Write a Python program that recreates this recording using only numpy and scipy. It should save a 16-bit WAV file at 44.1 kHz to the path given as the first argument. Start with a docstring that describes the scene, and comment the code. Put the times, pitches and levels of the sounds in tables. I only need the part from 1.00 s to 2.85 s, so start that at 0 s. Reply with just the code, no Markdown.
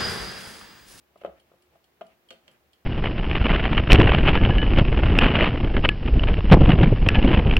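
"""A quiet room: a wind-up wall clock ticks faintly, four and a half beats a second.
Each beat is a few metal contacts ringing the movement's modes, plus a scrape of filtered noise.
A hand-held camera gives dull knocks (damped sine, casing modes, noise), sharper clicks, soft rubs and
a brief rattle. A decaying-noise echo follows ticks, knocks and clicks; a low boom follows the heaviest
knock. Steady filtered noise gives the low rumble, two murmurs and microphone hiss."""
import sys
import numpy as np
from scipy import signal
from scipy.fft import rfft, irfft
from scipy.io import wavfile

SR = 44100
rng = np.random.default_rng(int(sys.argv[2]) if len(sys.argv) > 2 else 0)


def wav_record(signal):
    """Record a signal, one row per channel, as 16-bit PCM in the file named by sys.argv[1]."""
    frames = np.transpose(np.atleast_2d(signal))
    bounded = np.clip(frames, -1, 1)
    # unit amplitude maps onto the largest positive 16-bit level
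    quanta = np.round(bounded * 32767).astype(np.int16)
    wavfile.write(sys.argv[1], SR, quanta)


N = 81585
SHORT = 4096  # samples in a short ring or noise burst


def undb(db):
    """Decibels to gain."""
    return 10 ** (np.asarray(db) / 20)


def clock_time(size=N):
    """Seconds at every sample."""
    return np.arange(size) / SR


def fade(t60, size=N):
    """Exponential decay by 60 dB in t60 seconds."""
    nepers = np.log(1000) * clock_time(size) / max(t60, 1e-4)
    return np.exp(-np.minimum(nepers, 20))


def pan(db):
    """Left and right gains that differ by db."""
    return undb(np.array([[db], [-db]]) / 2)


def add(out, start_s, sound):
    """Mix a sound in from a start time."""
    i = max(int(start_s * SR), 0)
    n = min(sound.shape[-1], out.shape[1] - i)
    out[:, i:i + n] += sound[..., :n]


def bins(size=N):
    """Frequencies of the spectrum in Hz, at least 1."""
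    return np.maximum(np.fft.rfftfreq(size, 1 / SR), 1)


def colour(points, size=N):
    """Gain at every frequency, interpolated over log f from (Hz, dB) points."""
    hz, db = np.array(points, float).T
    return undb(np.interp(np.log(bins(size)), np.log(hz), db))


WIDE_HZ, MIN_WIDTH = 1400, 0.31  # channels unrelated from WIDE_HZ up


def noise(gain, size=N):
    """Stereo noise of rms 1: channels alike in the bass, unrelated in the treble."""
    mid, side = rfft(rng.standard_normal((2, size)))
    width = np.clip(np.hypot(MIN_WIDTH, bins(size) / WIDE_HZ), 0, 1)
    stereo = mid + width * side * np.array([[1], [-1]])
    x = irfft(gain * stereo / np.sqrt(1 + width ** 2), size)
    return x / x.std()


def burst(points, t60, tilt=1):
    """Contact noise: coloured noise with exponential decay."""
    return noise(colour(points, size=SHORT) * tilt, size=SHORT) * fade(t60, size=SHORT)


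def ring(modes, scatter=0, size=SHORT):
    """Struck modes as damped sines; high ones reach the two microphones out of step."""
    t, out = clock_time(size), 0
    for k, (hz, db, t60) in enumerate(modes):
        sign = (-1) ** k
        lag = sign * min(hz / WIDE_HZ, 2) * np.pi / 8
        phase = scatter * 2 * np.pi * rng.random() + np.array([[lag], [-lag]])
        out = out + sign * undb(db) * fade(t60, size) * np.sin(2 * np.pi * hz * t + phase)
    return out


CONTACT_S = 0.00014  # time constant of the contact force


def onset():
    """Soft start of a contact: force builds exponentially."""
    return 1 - np.exp(-clock_time(size=SHORT) / CONTACT_S)


# escapement beats, tick and tock in turn: t/s, relative level/dB, brightness/(dB/octave), L-R/dB
BEATS = [(0.1758, -52.5, 0, 3), (0.398, -48.5, 1, -1), (.6218, -50.5, -1, 3), (.8418, -49.5, 0, 2),
         (1.0662, -48.5, -1, 2.5), (1.2874, -46.5, -4, -1.5), (1.5132, -50.5, 0, 0),
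         (1.7322, -46.5, -4, -2.5)]
# brass movement modes: f/Hz, tick level/dB, tock level/dB, t60/s
MOVEMENT_MODES = [(2300, -16, -17, 0.038), (2960, -6, -4.5, 0.042), (3226, -13, 0, 0.046),
                  (4330, -16, -7.5, 0.038), (4800, -13, -13.5, 0.022), (5270, -14, -15, 0.024),
                  (7560, -9, -14.5, 0.022), (8250, -14, -19, 0.029), (9220, -21, -12, 0.018),
                  (10100, -15, -12.5, 0.027), (10800, -6, -19, 0.022)]
# contacts within a beat, pallet then lock: t after beat/s, relative level/dB
BEAT_CONTACTS = [(0, 1), (.0013, -2.5), (.0038, -1.5), (.0062, -7)]
# pallet scrape spectrum: f/Hz, relative density/dB
SCRAPE_SPECTRUM = [(1000, -26), (2800, -2), (5000, -3), (6500, -11), (10000, -7), (13000, -26)]
SCRAPE_DB, SCRAPE_T60_S, MOVEMENT_PIVOT_HZ = -9, 0.026, 5050


def escapement():
    """Quick metal contacts ring the movement; the two pallets differ in colour."""
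    out, rise = np.zeros((2, N)), onset()
    for k, (start_s, db, brightness, side_db) in enumerate(BEATS):
        modes = []
        for hz, tick_db, tock_db, t60 in MOVEMENT_MODES:
            mode_db = tock_db if k % 2 else tick_db
            modes.append((hz, mode_db + brightness * np.log2(hz / MOVEMENT_PIVOT_HZ), t60))
        beat = undb(SCRAPE_DB) * burst(SCRAPE_SPECTRUM, SCRAPE_T60_S) * rise
        for after_s, contact_db in BEAT_CONTACTS:
            add(beat, after_s, undb(contact_db) * ring(modes, scatter=1) * rise / 2)
        add(out, start_s, undb(db) * pan(side_db) * beat / 2)
    return out


# handling knocks: t/s, relative level/dB, thud f/Hz, thud t60/s, casing level/dB,
# hardness/(dB/octave), L-R/dB
KNOCK_EVENTS = [(.1582, -44, 603, 0.028, 1, -6, 0.5), (.2125, -50, 580, 0.036, 6, 0, 4),
                (.2155, -39, 566, 0.029, -4, -0.5, -1), (.236, -35.5, 521, 0.0098, -0.5, 0.5, 1),
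                (.248, -17.5, 564.7, 0.026, -7, -3, 1.5), (.2565, -35.5, 534, 0.018, -18, 2, -3),
                (.2592, -39.5, 585, 0.0071, 3, 4.5, -7.5), (.2622, -36, 540, 0.011, 1.5, 0, 8.5),
                (0.2777, -30, 644, 0.0098, -17, 4.5, 0.5), (.2885, -40, 567, 0.055, -19, -4, 2),
                (0.5165, -49, 554, 0.012, 1, -14, 3), (.537, -54, 528, 0.046, -1, -18, 5),
                (.754, -56.5, 664, 0.069, 7, -3, -1), (1.0102, -36.5, 1270, 0.019, 2.5, 2.5, -4),
                (1.0146, -28, 636, 0.023, -6, 2, 3), (1.0187, -45, 610, 0.042, 2.5, 8, 0)]
# hollow low casing modes, also stirred by clicks: f/Hz, level/dB, t60/s
HOLLOW_MODES = [(179, -28.5, 0.091), (249.8, -34.5, .12), (330, -17.5, 0.024), (445, -16.5, 0.049),
                (537.3, -25.5, 0.24), (652.5, -15, 0.1), (720, -18.5, 0.033), (813, -29.5, 0.15)]
# upper casing modes: f/Hz, level/dB before hardness tilt, t60/s
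CASING_MODES = [(1018, -25, 0.087), (1046, -15, 0.021), (1234, -13.5, 0.028), (1366, -15.5, 0.027),
                (1600, -31, 0.047), (2060, -24, 0.023), (2610, -22.5, 0.032), (2930, -27, 0.043),
                (3116, -25, 0.053), (3650, -44.5, 0.088)]
# knock contact noise spectrum: f/Hz, relative density/dB before hardness tilt
KNOCK_SPECTRUM = [(150, -4.5), (500, 14.5), (1300, 5.5), (2000, -1.5), (3100, -5), (4500, -20),
                  (9000, -30.5), (16000, -35)]
KNOCK_CRACK_DB, KNOCK_CRACK_T60_S = -9.5, 0.033
THUD_RISE_S, THUD_DB = 0.0023, 5
CASING_PIVOT_HZ, HARDNESS_TOP_HZ = 1200, 3200  # noise tilts between these, modes at all f


def knocks():
    """Damped thud with casing ring and contact noise; hard contacts are brighter."""
    t, out = clock_time(size=SHORT), np.zeros((2, N))
    hollow = ring(HOLLOW_MODES, size=SR // 2)
    push = undb(THUD_DB) * (1 - np.exp(-t / THUD_RISE_S))
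    tilt_hz = np.clip(bins(size=SHORT), CASING_PIVOT_HZ, HARDNESS_TOP_HZ)
    for start_s, db, hz, t60, ring_db, hardness, side_db in KNOCK_EVENTS:
        modes = [(f, mode_db + hardness * np.log2(f / CASING_PIVOT_HZ), decay)
                 for f, mode_db, decay in CASING_MODES]
        casing = ring(modes)
        tilt = undb(hardness * np.log2(tilt_hz / CASING_PIVOT_HZ))
        crack = undb(KNOCK_CRACK_DB) * burst(KNOCK_SPECTRUM, KNOCK_CRACK_T60_S, tilt)
        thud = -push * fade(t60, size=SHORT) * np.sin(2 * np.pi * hz * t)
        gain = undb(db) * pan(side_db)
        add(out, start_s, gain * (thud + undb(ring_db) * (casing + crack) * onset()))
        add(out, start_s, gain * hollow)
    return out


# sharp grip clicks: t/s, relative level/dB, hollow level/dB, contact noise level/dB, L-R/dB
CLICK_EVENTS = [(1.3059, -37, -12, -3.5, -2), (1.3098, -41.5, 5.5, -5.5, 8), (1.319, -55, 7, -6, -7),
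                (1.3277, -50, 13.5, -7, 3.5), (1.4795, -49.5, 4, 2, -3.5), (1.483, -57.5, -3, 0, 9)]
# click modes: f/Hz, relative level/dB, t60/s
SNAP_MODES = [(236, -17, .1), (521, -7, 0.11), (564, -11.5, 0.11), (1240, -10.5, 0.036), (1480, -9.5, 0.02),
              (1620, -22, 0.11), (2194, -8, 0.02), (2650, -2.5, 0.025), (2843, -5, 0.032),
              (3140, -5, 0.085), (3504, -11, 0.035), (4350, -6.5, 0.037), (4940, -21, .03),
              (8260, -18, 0.028)]
# click contact noise spectrum: f/Hz, relative density/dB
CLICK_SPECTRUM = [(150, -34), (600, -3.5), (3000, 1.5), (5500, -13), (8200, -14), (10000, -29),
                  (16000, -25)]
CLICK_CRACK_T60_S = 0.02


def clicks():
    """Hard little snaps that also stir the hollow of the casing."""
    out = np.zeros((2, N))
    snap, hollow = ring(SNAP_MODES), ring(HOLLOW_MODES, size=SR // 2)
    for start_s, db, hollow_db, crack_db, side_db in CLICK_EVENTS:
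        gain = undb(db) * pan(side_db)
        crack = undb(crack_db) * burst(CLICK_SPECTRUM, CLICK_CRACK_T60_S)
        add(out, start_s, gain * (snap / 2 + crack))
        add(out, start_s, gain * undb(hollow_db) * hollow)
    return out


# rubs and a brief rattle: centre t/s, 1/e length/s, level/dB, centre f/Hz
RUB_RATTLE_EVENTS = [(0.2, 0.057, -68.5, 2800), (.218, 0.016, -55.5, 2480), (0.379, .04, -64, 1800),
                     (0.482, 0.044, -72.5, 65), (0.55, 0.066, -71, 154), (0.751, 0.068, -65, 640),
                     (1.116, 0.059, -64.5, 2470), (1.476, 0.1, -65.5, 440), (1.541, 0.072, -66, 1790)]
# rub and rattle spectrum: f/Hz, relative density/dB before focus
RUB_RATTLE_SPECTRUM = [(60, -10), (140, 9.5), (400, -5.5), (650, 2.5), (1000, -5), (1800, -8), (2800, -6.5),
                       (3800, -15.5), (6000, -19), (16000, -35)]
FOCUS_DB, FOCUS_OCTAVES = 9.5, 0.61


def rubs_and_rattle():
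    """Soft rubbing and one short rattle: Gaussian noise swells, each boosted round its own centre."""
    t, out = clock_time(), 0
    for at_s, length_s, db, hz in RUB_RATTLE_EVENTS:
        octaves = np.log2(bins() / hz)
        focus = undb(FOCUS_DB * np.exp(-(octaves / FOCUS_OCTAVES) ** 2))
        swell = np.exp(-(2 * (t - at_s) / length_s) ** 2)
        out = out + undb(db) * noise(colour(RUB_RATTLE_SPECTRUM) * focus) * swell
    return out


BOOM_START_S, BOOM_HZ, BOOM_DB, BOOM_RISE_S, BOOM_T60_S = 0.262, 66, -48, 0.035, 0.28


def boom():
    """The room's lowest resonance swells and dies after the heaviest knock."""
    t, out = clock_time(), np.zeros((2, N))
    swell = (1 - np.exp(-(t / BOOM_RISE_S) ** 2)) * fade(BOOM_T60_S)
    add(out, BOOM_START_S, undb(BOOM_DB) * np.sin(2 * np.pi * BOOM_HZ * t) * swell)
    return out


# room echo bands: f/Hz, t60/s, relative level/dB
ECHO_BANDS = [(100, 0.52, -5), (231, 0.32, 4.5), (540, 0.27, -3), (1260, 0.34, 0), (2920, 0.26, -1),
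              (6000, 0.32, -4.5), (12000, 0.22, 1)]
ROOM_DELAY_S, ROOM_BUILD_S = 0.0033, 0.0019


def room_response():
    """Diffuse echo: noise with its own decay in each band, of unit energy."""
    log_hz = np.log([row[0] for row in ECHO_BANDS])
    wash, out = rfft(noise(1.)), 0
    for share, (_, t60, db) in zip(np.eye(len(ECHO_BANDS)), ECHO_BANDS):
        band = irfft(wash * np.interp(np.log(bins()), log_hz, share), N)
        out = out + undb(db) * fade(t60) * band
    out = out * np.clip((clock_time() - ROOM_DELAY_S) / ROOM_BUILD_S, 0, 1)
    return out / np.sqrt(np.sum(out ** 2) / 2)


def in_room(x, echo, wet_db):
    """Direct sound plus its echo by convolution."""
    return x + undb(wet_db) * signal.fftconvolve(x, echo, axes=1)[:, :N]


# still air and microphone hiss spectrum: f/Hz, relative density/dB
AIR_SPECTRUM = [(15, -36), (25, -20), (64, -3), (91, -3.5), (178, -5), (340, -3), (469, -3.5), (648, -4.5),
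                (804, -4.5), (919, -8.5), (1170, -8), (2700, -11.5), (3830, -16), (7910, -24), (9810, -24),
                (14300, -19), (15500, -18)]
# narrow room murmurs: f/Hz, width/Hz, level/dB
MURMUR_BANDS = [(71.4, 9.2, -80), (355.5, 26, -77.5)]
AIR_DB = -67


def air():
    """Steady room tone and hiss as shaped noise, with two narrow low murmurs."""
    murmur = 0
    for hz, width_hz, db in MURMUR_BANDS:
        resonance = 1 / (1 + (2 * (bins() - hz) / width_hz) ** 2)
        murmur = murmur + undb(db) * noise(resonance)
    return undb(AIR_DB) * noise(colour(AIR_SPECTRUM)) + murmur


TICK_ROOM_DB, KNOCK_ROOM_DB, CLICK_ROOM_DB = -5, -8.5, -6  # echo levels


def scene():
    """Clock and handling sounds in one room, over its background."""
    echo = room_response()
    clock = in_room(escapement(), echo, TICK_ROOM_DB)
    handling = in_room(knocks(), echo, KNOCK_ROOM_DB) + in_room(clicks(), echo, CLICK_ROOM_DB)
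    return clock + handling + boom() + rubs_and_rattle() + air()


TOP_HZ = 16000


def record(dry):
    """The recorder cuts the top steeply: elliptic low-pass, 0.1 dB ripple, 70 dB stopband."""
    low_pass = signal.ellip(12, .1, 70, TOP_HZ, fs=SR, output="sos")
    return signal.sosfilt(low_pass, dry)


dry = scene()
out = record(dry)
wav_record(out)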